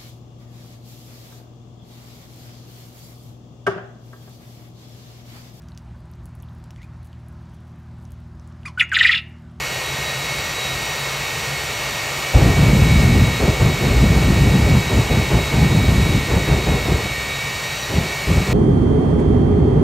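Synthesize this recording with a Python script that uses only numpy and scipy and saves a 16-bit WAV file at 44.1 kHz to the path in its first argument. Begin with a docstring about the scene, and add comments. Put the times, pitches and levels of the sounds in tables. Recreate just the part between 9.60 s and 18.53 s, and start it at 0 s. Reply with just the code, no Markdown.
"""Two turbines whine at nearly the same pitch: a jet truck standing on a drag strip. Their blade
tones, each locked to its shaft, ride on a rush of air and the low flutter of two flame stacks.
Near 2.7 s the afterburner lights with a boom and is pulsed again and again. Each gush of fuel tears
at the jet and swells into a fireball. Low thumps punch through, and the shaft speeds sag and recover."""
import sys
import numpy as np
from scipy import signal
from scipy.fft import rfft, irfft, next_fast_len
from scipy.io import wavfile
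from scipy.ndimage import uniform_filter1d

SR = 44100
rng = np.random.default_rng(int(sys.argv[2]) if len(sys.argv) > 2 else 0)


def int16_out(signal):
    """Quantize to a 16-bit WAV file."""
    q = np.round(np.clip(np.atleast_2d(signal).T, -1, 1) * 32767)
    wavfile.write(sys.argv[1], SR, q.astype(np.int16))


N = 393813
T = np.arange(N) / SR
HZ = np.fft.rfftfreq(next_fast_len(N, True), 1 / SR)
FFT_SIZE = 2 * len(HZ) - 2


def gain_of(db):
    """Decibels to amplitude."""
    return 10 ** (np.asarray(db) / 20)


def spectrum_curve(points):
    """A spectrum table on the frequency grid, joined on a log axis."""
    hz, value = np.transpose(points)
    return np.interp(np.log(HZ + 1), np.log(hz + 1), value)


def automation(rows):
    """Each column of a timed table as a curve with a value at every sample."""
    time_s, *columns = np.transpose(rows)
    return [np.interp(T, time_s, column) for column in columns]


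def drift(rate_hz, count=2048):
    """A random wobble of rms one, moving at up to about the given rate."""
    hz = np.fft.rfftfreq(count, T[-1] / count)
    wobble = irfft(rfft(rng.standard_normal(count)) / (1 + (hz / rate_hz) ** 2))
    wobble /= np.sqrt(np.mean(wobble ** 2) + 1e-20)
    return np.interp(T, np.linspace(0, T[-1], count), wobble)


def blade_tone(turns, order, level_db, fade_db, scatter):
    """One multiple of the shaft speed; hot, moving air fades it and scatters its phase."""
    shimmer = 1 + scatter * (drift(rate_hz=17) + 1j * drift(rate_hz=17))
    level = np.sqrt(2) * gain_of(level_db + fade_db * drift(rate_hz=4.4))
    phase = 2 * np.pi * (order * turns + rng.random())
    return level * (shimmer * np.exp(1j * phase)).real


def uneven_blades(turns, over_rush_db, count=130, size=8192):
    """No two blades are alike: a ragged pattern repeats each turn as a faint buzz of shaft orders."""
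    order = np.arange(count)
    mean_shaft_hz = turns[-1] / T[-1]
    rush_db = np.interp(order * mean_shaft_hz, *np.transpose(AIR_BODY + AIR_HISS))
    partials = rng.standard_normal(count) + 1j * rng.standard_normal(count)
    partials *= gain_of(rush_db + over_rush_db)
    has_own_voice = np.isin(order, [k for k, _ in LEAD_TONES])
    partials[(order < 3) | has_own_voice] = 0
    one_turn = irfft(partials, size) * size / 2
    return np.interp(turns % 1, np.arange(size) / size, one_turn)


# First blade row, second blade row, octave of the first: shaft_multiple, scatter_ratio
LEAD_TONES = [(17, .2), (20, .2), (34, .33)]
def turbine(shaft_hz, whine_db, octave_db, faint_tones, first_row_db, first_row_dip_db):
    """Blade rows, overtones and gears, all locked to one shaft; their balance shifts as it sags."""
    turns = np.cumsum(shaft_hz * (1 + .00015 * drift(rate_hz=6))) / SR
    sag = np.clip((shaft_hz.max() - shaft_hz - .06) / .65, 0, 1)  # 0 at top speed, 1 at full sag
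    lead_levels_db = first_row_db - first_row_dip_db * sag, whine_db, octave_db
    lead = sum(blade_tone(turns, order, db, fade_db=1.53, scatter=scatter)
               for (order, scatter), db in zip(LEAD_TONES, lead_levels_db))
    faint = sum(blade_tone(turns, order, db - dip_db * sag, fade_db=1.1, scatter=.22)
                for order, db, dip_db in faint_tones)
    return lead + faint + uneven_blades(turns, over_rush_db=7)


# Shaft speeds, sagging and recovering: time_s, slow_turbine_hz, fast_turbine_hz
SHAFT_SPEEDS = [(0, 109.58, 113.72), (2.72, 109.5, 113.63), (3.05, 109.47, 113.08), (3.72, 109.44, 112.64),
                (4.05, 108.74, 112.42), (4.3, 108.82, 112.43), (4.7, 109.33, 112.82), (5.2, 109.57, 113.04),
                (5.6, 108.97, 112.7), (5.9, 108.7, 112.6), (6.25, 109.38, 112.93), (6.6, 109.54, 113.03),
                (7, 108.95, 112.68), (7.35, 108.76, 112.57), (7.75, 109.16, 113.35), (8.22, 109.42, 113.88),
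                (8.5, 109.17, 113.46), (8.93, 109, 113.14)]
# Fader for the main whine, from the second blade row: time_s, slow_turbine_db, fast_turbine_db
WHINE_FADER = [(0, -36.5, -44), (1.7, -35, -40), (2.6, -38.5, -38), (2.9, -42, -30), (3.3, -34.5, -33),
               (5.1, -38.5, -34), (5.6, -36, -34.5), (6.1, -40, -34), (7.4, -38.5, -35), (7.85, -41, -30),
               (8.22, -47, -41), (8.5, -39, -31.5), (8.93, -41, -36.5)]
# Fader for the whistle an octave above the first row: time_s, slow_turbine_db, fast_turbine_db
OCTAVE_FADER = [(0, -55, -47), (.3, -49, -38), (1.05, -40, -37.5), (1.6, -45, -44), (2.8, -41, -47),
                (3.3, -42.5, -37), (4.3, -45, -42.5), (5.4, -47, -39), (6.3, -41, -37.5),
                (7.8, -41.5, -42.5), (8.2, -45, -38), (8.6, -45, -48), (8.93, -50, -39)]
# Faint blade and gear tones of each turbine: shaft_multiple, level_db, dip_at_full_sag_db
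SLOW_FAINT_TONES = [(5.41, -47, 0), (23.1, -45.5, 1), (23.8, -47, 2), (24.52, -50, 5), (25, -52, -5),
                    (25.41, -49, 5), (27, -55, 0), (34.9, -59, 0), (37, -51, 4), (40, -47.5, -2),
                    (46, -59, 1), (51, -54, -2), (56, -58, 5), (68, -53, 5), (71, -59, 2), (74, -57, 5),
                    (80, -60, 6), (102, -54, 7)]
FAST_FAINT_TONES = [(25, -54, 0), (26, -54, 0), (28, -56, 3), (37, -48.5, 0), (40, -42.5, 10.5),
                    (49, -59, 1), (51, -40.5, 12), (54, -57, 2), (57, -56, 4), (60, -59, 0), (68, -55, -1),
                    (71, -61, 1), (77, -60, 5), (102, -62, 2)]
def twin_whine():
    """Two turbines, their shafts about 4 Hz apart, sing as a detuned pair."""
    slow_hz, fast_hz = automation(SHAFT_SPEEDS)
    slow_db, fast_db = automation(WHINE_FADER)
    slow_octave_db, fast_octave_db = automation(OCTAVE_FADER)
    slow = turbine(slow_hz, slow_db, slow_octave_db, SLOW_FAINT_TONES,
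                   first_row_db=-37, first_row_dip_db=3)
    fast = turbine(fast_hz, fast_db, fast_octave_db, FAST_FAINT_TONES,
                   first_row_db=-44.5, first_row_dip_db=-2.5)  # this row gets louder in a sag
    return slow + fast


# How alike the noise is at the two microphone ports, 1 being mono: freq_hz, correlation
STEREO_LIKENESS = [(60, 1), (140, .995), (300, .965), (500, .93), (800, .89), (1600, .88), (2100, .99),
                   (2400, .99), (2700, .93), (3200, .9), (3700, .94), (4400, 1)]
def turbulence(gain, left_db=0):
    """Churning air: noise of a given amplitude per root Hz, partly shared by left and right."""
    shared, apart = rfft(rng.standard_normal((2, FFT_SIZE)))
    likeness = np.clip(spectrum_curve(STEREO_LIKENESS), 0, 1)
    mid = shared * np.sqrt((1 + likeness) / 2)
    side = apart * np.sqrt((1 - likeness) / 2)
    pan = gain_of(left_db / 2 * HZ ** 2 / (HZ ** 2 + 70 ** 2))  # the longest waves reach both alike
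    stereo = np.array([(mid + side) * pan, (mid - side) / pan])
    return irfft(stereo * gain * np.sqrt(SR / 2))[:, :N]


# Body and top-end hiss of the air through the engines: freq_hz, density_db (per Hz)
AIR_BODY = [(120, -75), (290, -69), (400, -62), (800, -62.5), (1200, -63), (1600, -66), (2100, -64),
            (2550, -62.5), (3300, -67.5), (4200, -68.5), (5100, -71), (7200, -71.5)]
AIR_HISS = [(8500, -75), (10000, -80), (11800, -75.5), (13500, -81.5), (15700, -85)]
# Fader for the rush: time_s, gain_db
AIR_FADER = [(0, 0), (1, 0.5), (2.7, 1), (3.2, 1.5), (4, 0.4), (5.3, 0), (6.5, -.5), (7.5, -1.3),
             (8.93, -1)]
def air_rush():
    """A broad bed of intake and exhaust noise, wavering a little in the heat."""
    fader_db, = automation(AIR_FADER)
    air = turbulence(gain_of(spectrum_curve(AIR_BODY + AIR_HISS)))
    return air * gain_of(fader_db + .2 * drift(rate_hz=6))


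# Low flutter of the flames: freq_hz, density_db (per Hz)
FLUTTER_SPECTRUM = [(20, -100), (40, -65), (58, -57.5), (110, -60), (190, -65), (290, -73.5), (600, -101)]
# Hum of the exhaust pipes: pitch_hz, width_hz, density_db (per Hz)
PIPE_RESONANCE = [(137.2, 19.6, -48)]
# Fader for flutter and hum together: time_s, gain_db
FLAME_FADER = [(0, 0.5), (1.2, 1.5), (2.6, -1), (7.5, 0.5), (8.1, 1.5), (8.93, -4)]
def flame_stacks():
    """The stack flames flutter and set the exhaust pipes humming."""
    flutter_power = gain_of(spectrum_curve(FLUTTER_SPECTRUM)) ** 2
    pipe_power = sum(gain_of(db) ** 2 / (1 + (2 * (HZ - hz) / width_hz) ** 2) ** 2
                     for hz, width_hz, db in PIPE_RESONANCE)
    fader_db, = automation(FLAME_FADER)
    return turbulence(np.sqrt(flutter_power + pipe_power)) * gain_of(fader_db)


def burn(start_s, length_s, attack_s, release_s):
    """Envelope of one burst: it rises, holds while the fuel flows, and dies once it is cut."""
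    attack = np.clip((T - start_s) / attack_s, 0, 1)
    return attack * np.exp(-np.maximum(T - start_s - length_s, 0) / release_s)


def with_tail(power, tail_db, tail_s):
    """Amplitude envelope of a roar together with its dying echo from the walls and stands."""
    feedback = np.exp(-1 / (tail_s * SR))
    tail = signal.lfilter([1 - feedback], [1, -feedback], power)
    return np.sqrt(power + gain_of(tail_db) ** 2 * tail)


def fire_noise(colour, left_db, span_s):
    """Turbulence levelled to an rms near one: the slow swells go, the fast churning stays."""
    noise = turbulence(gain_of(spectrum_curve(colour)), left_db)
    power = uniform_filter1d((noise ** 2).mean(0), int(span_s * SR))
    power = uniform_filter1d(power, int(span_s * SR / 2))
    return noise / np.sqrt(np.abs(power) + 1e-12)


# Tone colour of the afterburner's deep boom and tearing roar: freq_hz, relative_db
BOOM_COLOUR = [(20, -46), (33, -13), (48, -5), (60, 3), (85, -4), (115, -1.5), (145, -2.5), (190, -6.5),
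               (250, -13), (400, -25.5), (900, -65)]
ROAR_COLOUR = [(60, 2), (160, -4), (260, -2.5), (400, 2), (550, -4), (800, -6.5), (1100, -13.5),
               (1600, -18.5), (3000, -31), (8000, -62), (15000, -70)]
# Cues for the gushes of fuel: start_s, length_s, swell_s, fireball_db, tearing_db
FUEL_BURSTS = [(2.733, 0.17, .025, -11.5, -22.5), (2.96, 0.7, .025, -12, -26.5),
               (3.789, .1, .05, -15.5, -21.5), (3.994, .1, .025, -12.5, -25),
               (4.186, .99, 0.085, -13.5, -25), (5.28, 0.11, 0.11, -12.5, -24.5),
               (5.49, .12, .03, -15.5, -26), (5.692, 0.094, .07, -14, -24.5),
               (5.899, 0.67, 0.055, -14.5, -26.5), (6.662, .12, .1, -14, -24.5),
               (6.866, 0.1, 0.047, -13.5, -23.5), (7.058, 0.09, .04, -14.5, -23),
               (7.243, 0.12, 0.06, -18, -25.5), (8.27, .14, .13, -17, -26), (8.659, .13, 0.054, -15, -27),
               (8.865, .1, .04, -17.5, -26)]
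def afterburner(boom_db, roar_db, sputter_db, billow_db, left_db):
    """Each gush of fuel tears at the jet and then swells into a booming fireball."""
    boom_power, roar_power = np.zeros((2, N))
    for start_s, length_s, swell_s, fireball_db, tearing_db in FUEL_BURSTS:
        fireball = burn(start_s, length_s, attack_s=swell_s, release_s=.028)
        tearing = burn(start_s, length_s, attack_s=.4 * swell_s, release_s=.054)
        flare_db = 4 * np.exp(-np.maximum(T - start_s, 0) / .19)  # the roar flares, then settles
        boom_power += (gain_of(fireball_db) * fireball) ** 2
        roar_power += (gain_of(tearing_db + flare_db) * tearing) ** 2
    boom_level = with_tail(boom_power, tail_db=-8.5, tail_s=.16)
    roar_level = with_tail(roar_power, tail_db=-7, tail_s=.13) * gain_of(roar_db)
    # The boom noise dips around each low thump and around the ignition.
    for centre_s, _, pitch_hz in LOW_THUMPS:
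        boom_level *= 1 - .46 * np.exp(-((T - centre_s) * pitch_hz) ** 2)
    ignition_s, _, ignition_hz, _ = FIRST_FIREBALL
    boom_level *= 1 - .28 * np.exp(-((T - ignition_s) * ignition_hz / 2) ** 2)
    boom_level *= gain_of(boom_db + billow_db * drift(rate_hz=16))
    boom = boom_level * fire_noise(BOOM_COLOUR, left_db, span_s=.073)
    roar = roar_level * fire_noise(ROAR_COLOUR, left_db, span_s=.077)
    sputter = gain_of(sputter_db * drift(rate_hz=35))  # uneven fuel shakes the whole flame
    return (boom + roar) * sputter


# Sub hit as the first cloud of fuel catches fire: start_s, level_db, pitch_hz, t60_s
FIRST_FIREBALL = (2.751, -4.5, 55, .2)
def ignition():
    """The big fireball swells, overshoots and rebounds a few times."""
    start_s, level_db, pitch_hz, t60_s = FIRST_FIREBALL
    age_s = np.maximum(T - start_s, 0)
    return gain_of(level_db - 60 * age_s / t60_s) * np.sin(2 * np.pi * pitch_hz * age_s)


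# The strongest single low pulses in the afterburner's boom: centre_s, level_db, pitch_hz
LOW_THUMPS = [(2.759, -1, 81), (2.828, -0.5, 115), (3.22, 1.5, 131), (3.529, -2, 101), (3.639, -4, 106),
              (4.032, 0, 113), (4.508, -1, 128), (5.131, -3.5, 102), (5.401, -3, 114), (5.771, -7, 137),
              (6.175, -1, 126), (6.293, -2.5, 123), (6.551, -6, 125), (6.769, -2, 105), (7.348, -4.5, 84),
              (8.387, -4, 131), (8.783, -3.5, 84)]
def low_thumps(trim_db, steepness, echo_s, echo_db):
    """Each thump is a push of air that drops steeply into suction; the track wall returns it."""
    direct = np.zeros(N)
    for centre_s, level_db, pitch_hz in LOW_THUMPS:
        near = np.abs(T - centre_s) < 2 / pitch_hz
        phase = 2 * np.pi * pitch_hz * (T[near] - centre_s)
        push_pull = -np.tanh(steepness * np.sin(phase))
        direct[near] += gain_of(level_db + trim_db) * push_pull * np.exp(-(phase / 3.83) ** 2)
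    return direct + gain_of(echo_db) * np.interp(T - echo_s, T, direct)


def scene():
    """The mix: turbines dead ahead, afterburner and thumps a touch to the left."""
    whine = twin_whine()
    fire = afterburner(boom_db=-.5, roar_db=-.7, sputter_db=1.0, billow_db=1.5, left_db=.5)
    thumps = low_thumps(trim_db=-.5, steepness=1.05, echo_s=.0175, echo_db=-18.5)
    pan_left = gain_of([[.2], [-.2]])
    return whine + air_rush() + flame_stacks() + fire + ignition() + thumps * pan_left


# Phase offset between the two microphone ports: freq_hz, left_lead_rad
STEREO_PHASE = [(0, 0), (800, -.05), (1600, -.3), (1870, -.33), (2200, -.08), (2500, .03), (3200, .55),
                (3700, .52), (4000, 0), (8600, 0), (9100, -1.4), (10150, -3.14), (12000, -6.28),
                (13900, -9.42), (15400, -12.57)]
def record(dry, low_cut_hz=41, high_cut_hz=15800):
    """Master chain: low cut, left and right out of step in the treble, soft clip, high cut."""
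    spectrum = rfft(dry, FFT_SIZE) * HZ ** 4 / np.sqrt(HZ ** 8 + low_cut_hz ** 8)
    spectrum[1] *= np.exp(-1j * np.interp(HZ, *np.transpose(STEREO_PHASE)))
    mix = irfft(spectrum)[:, :N]
    rounded = mix / (1 + mix ** 6) ** (1 / 6)
    high_cut = signal.firwin(511, high_cut_hz, window=("kaiser", 9), fs=SR)
    return signal.oaconvolve(rounded, high_cut[None], "same")


dry = scene()
out = record(dry)
int16_out(out)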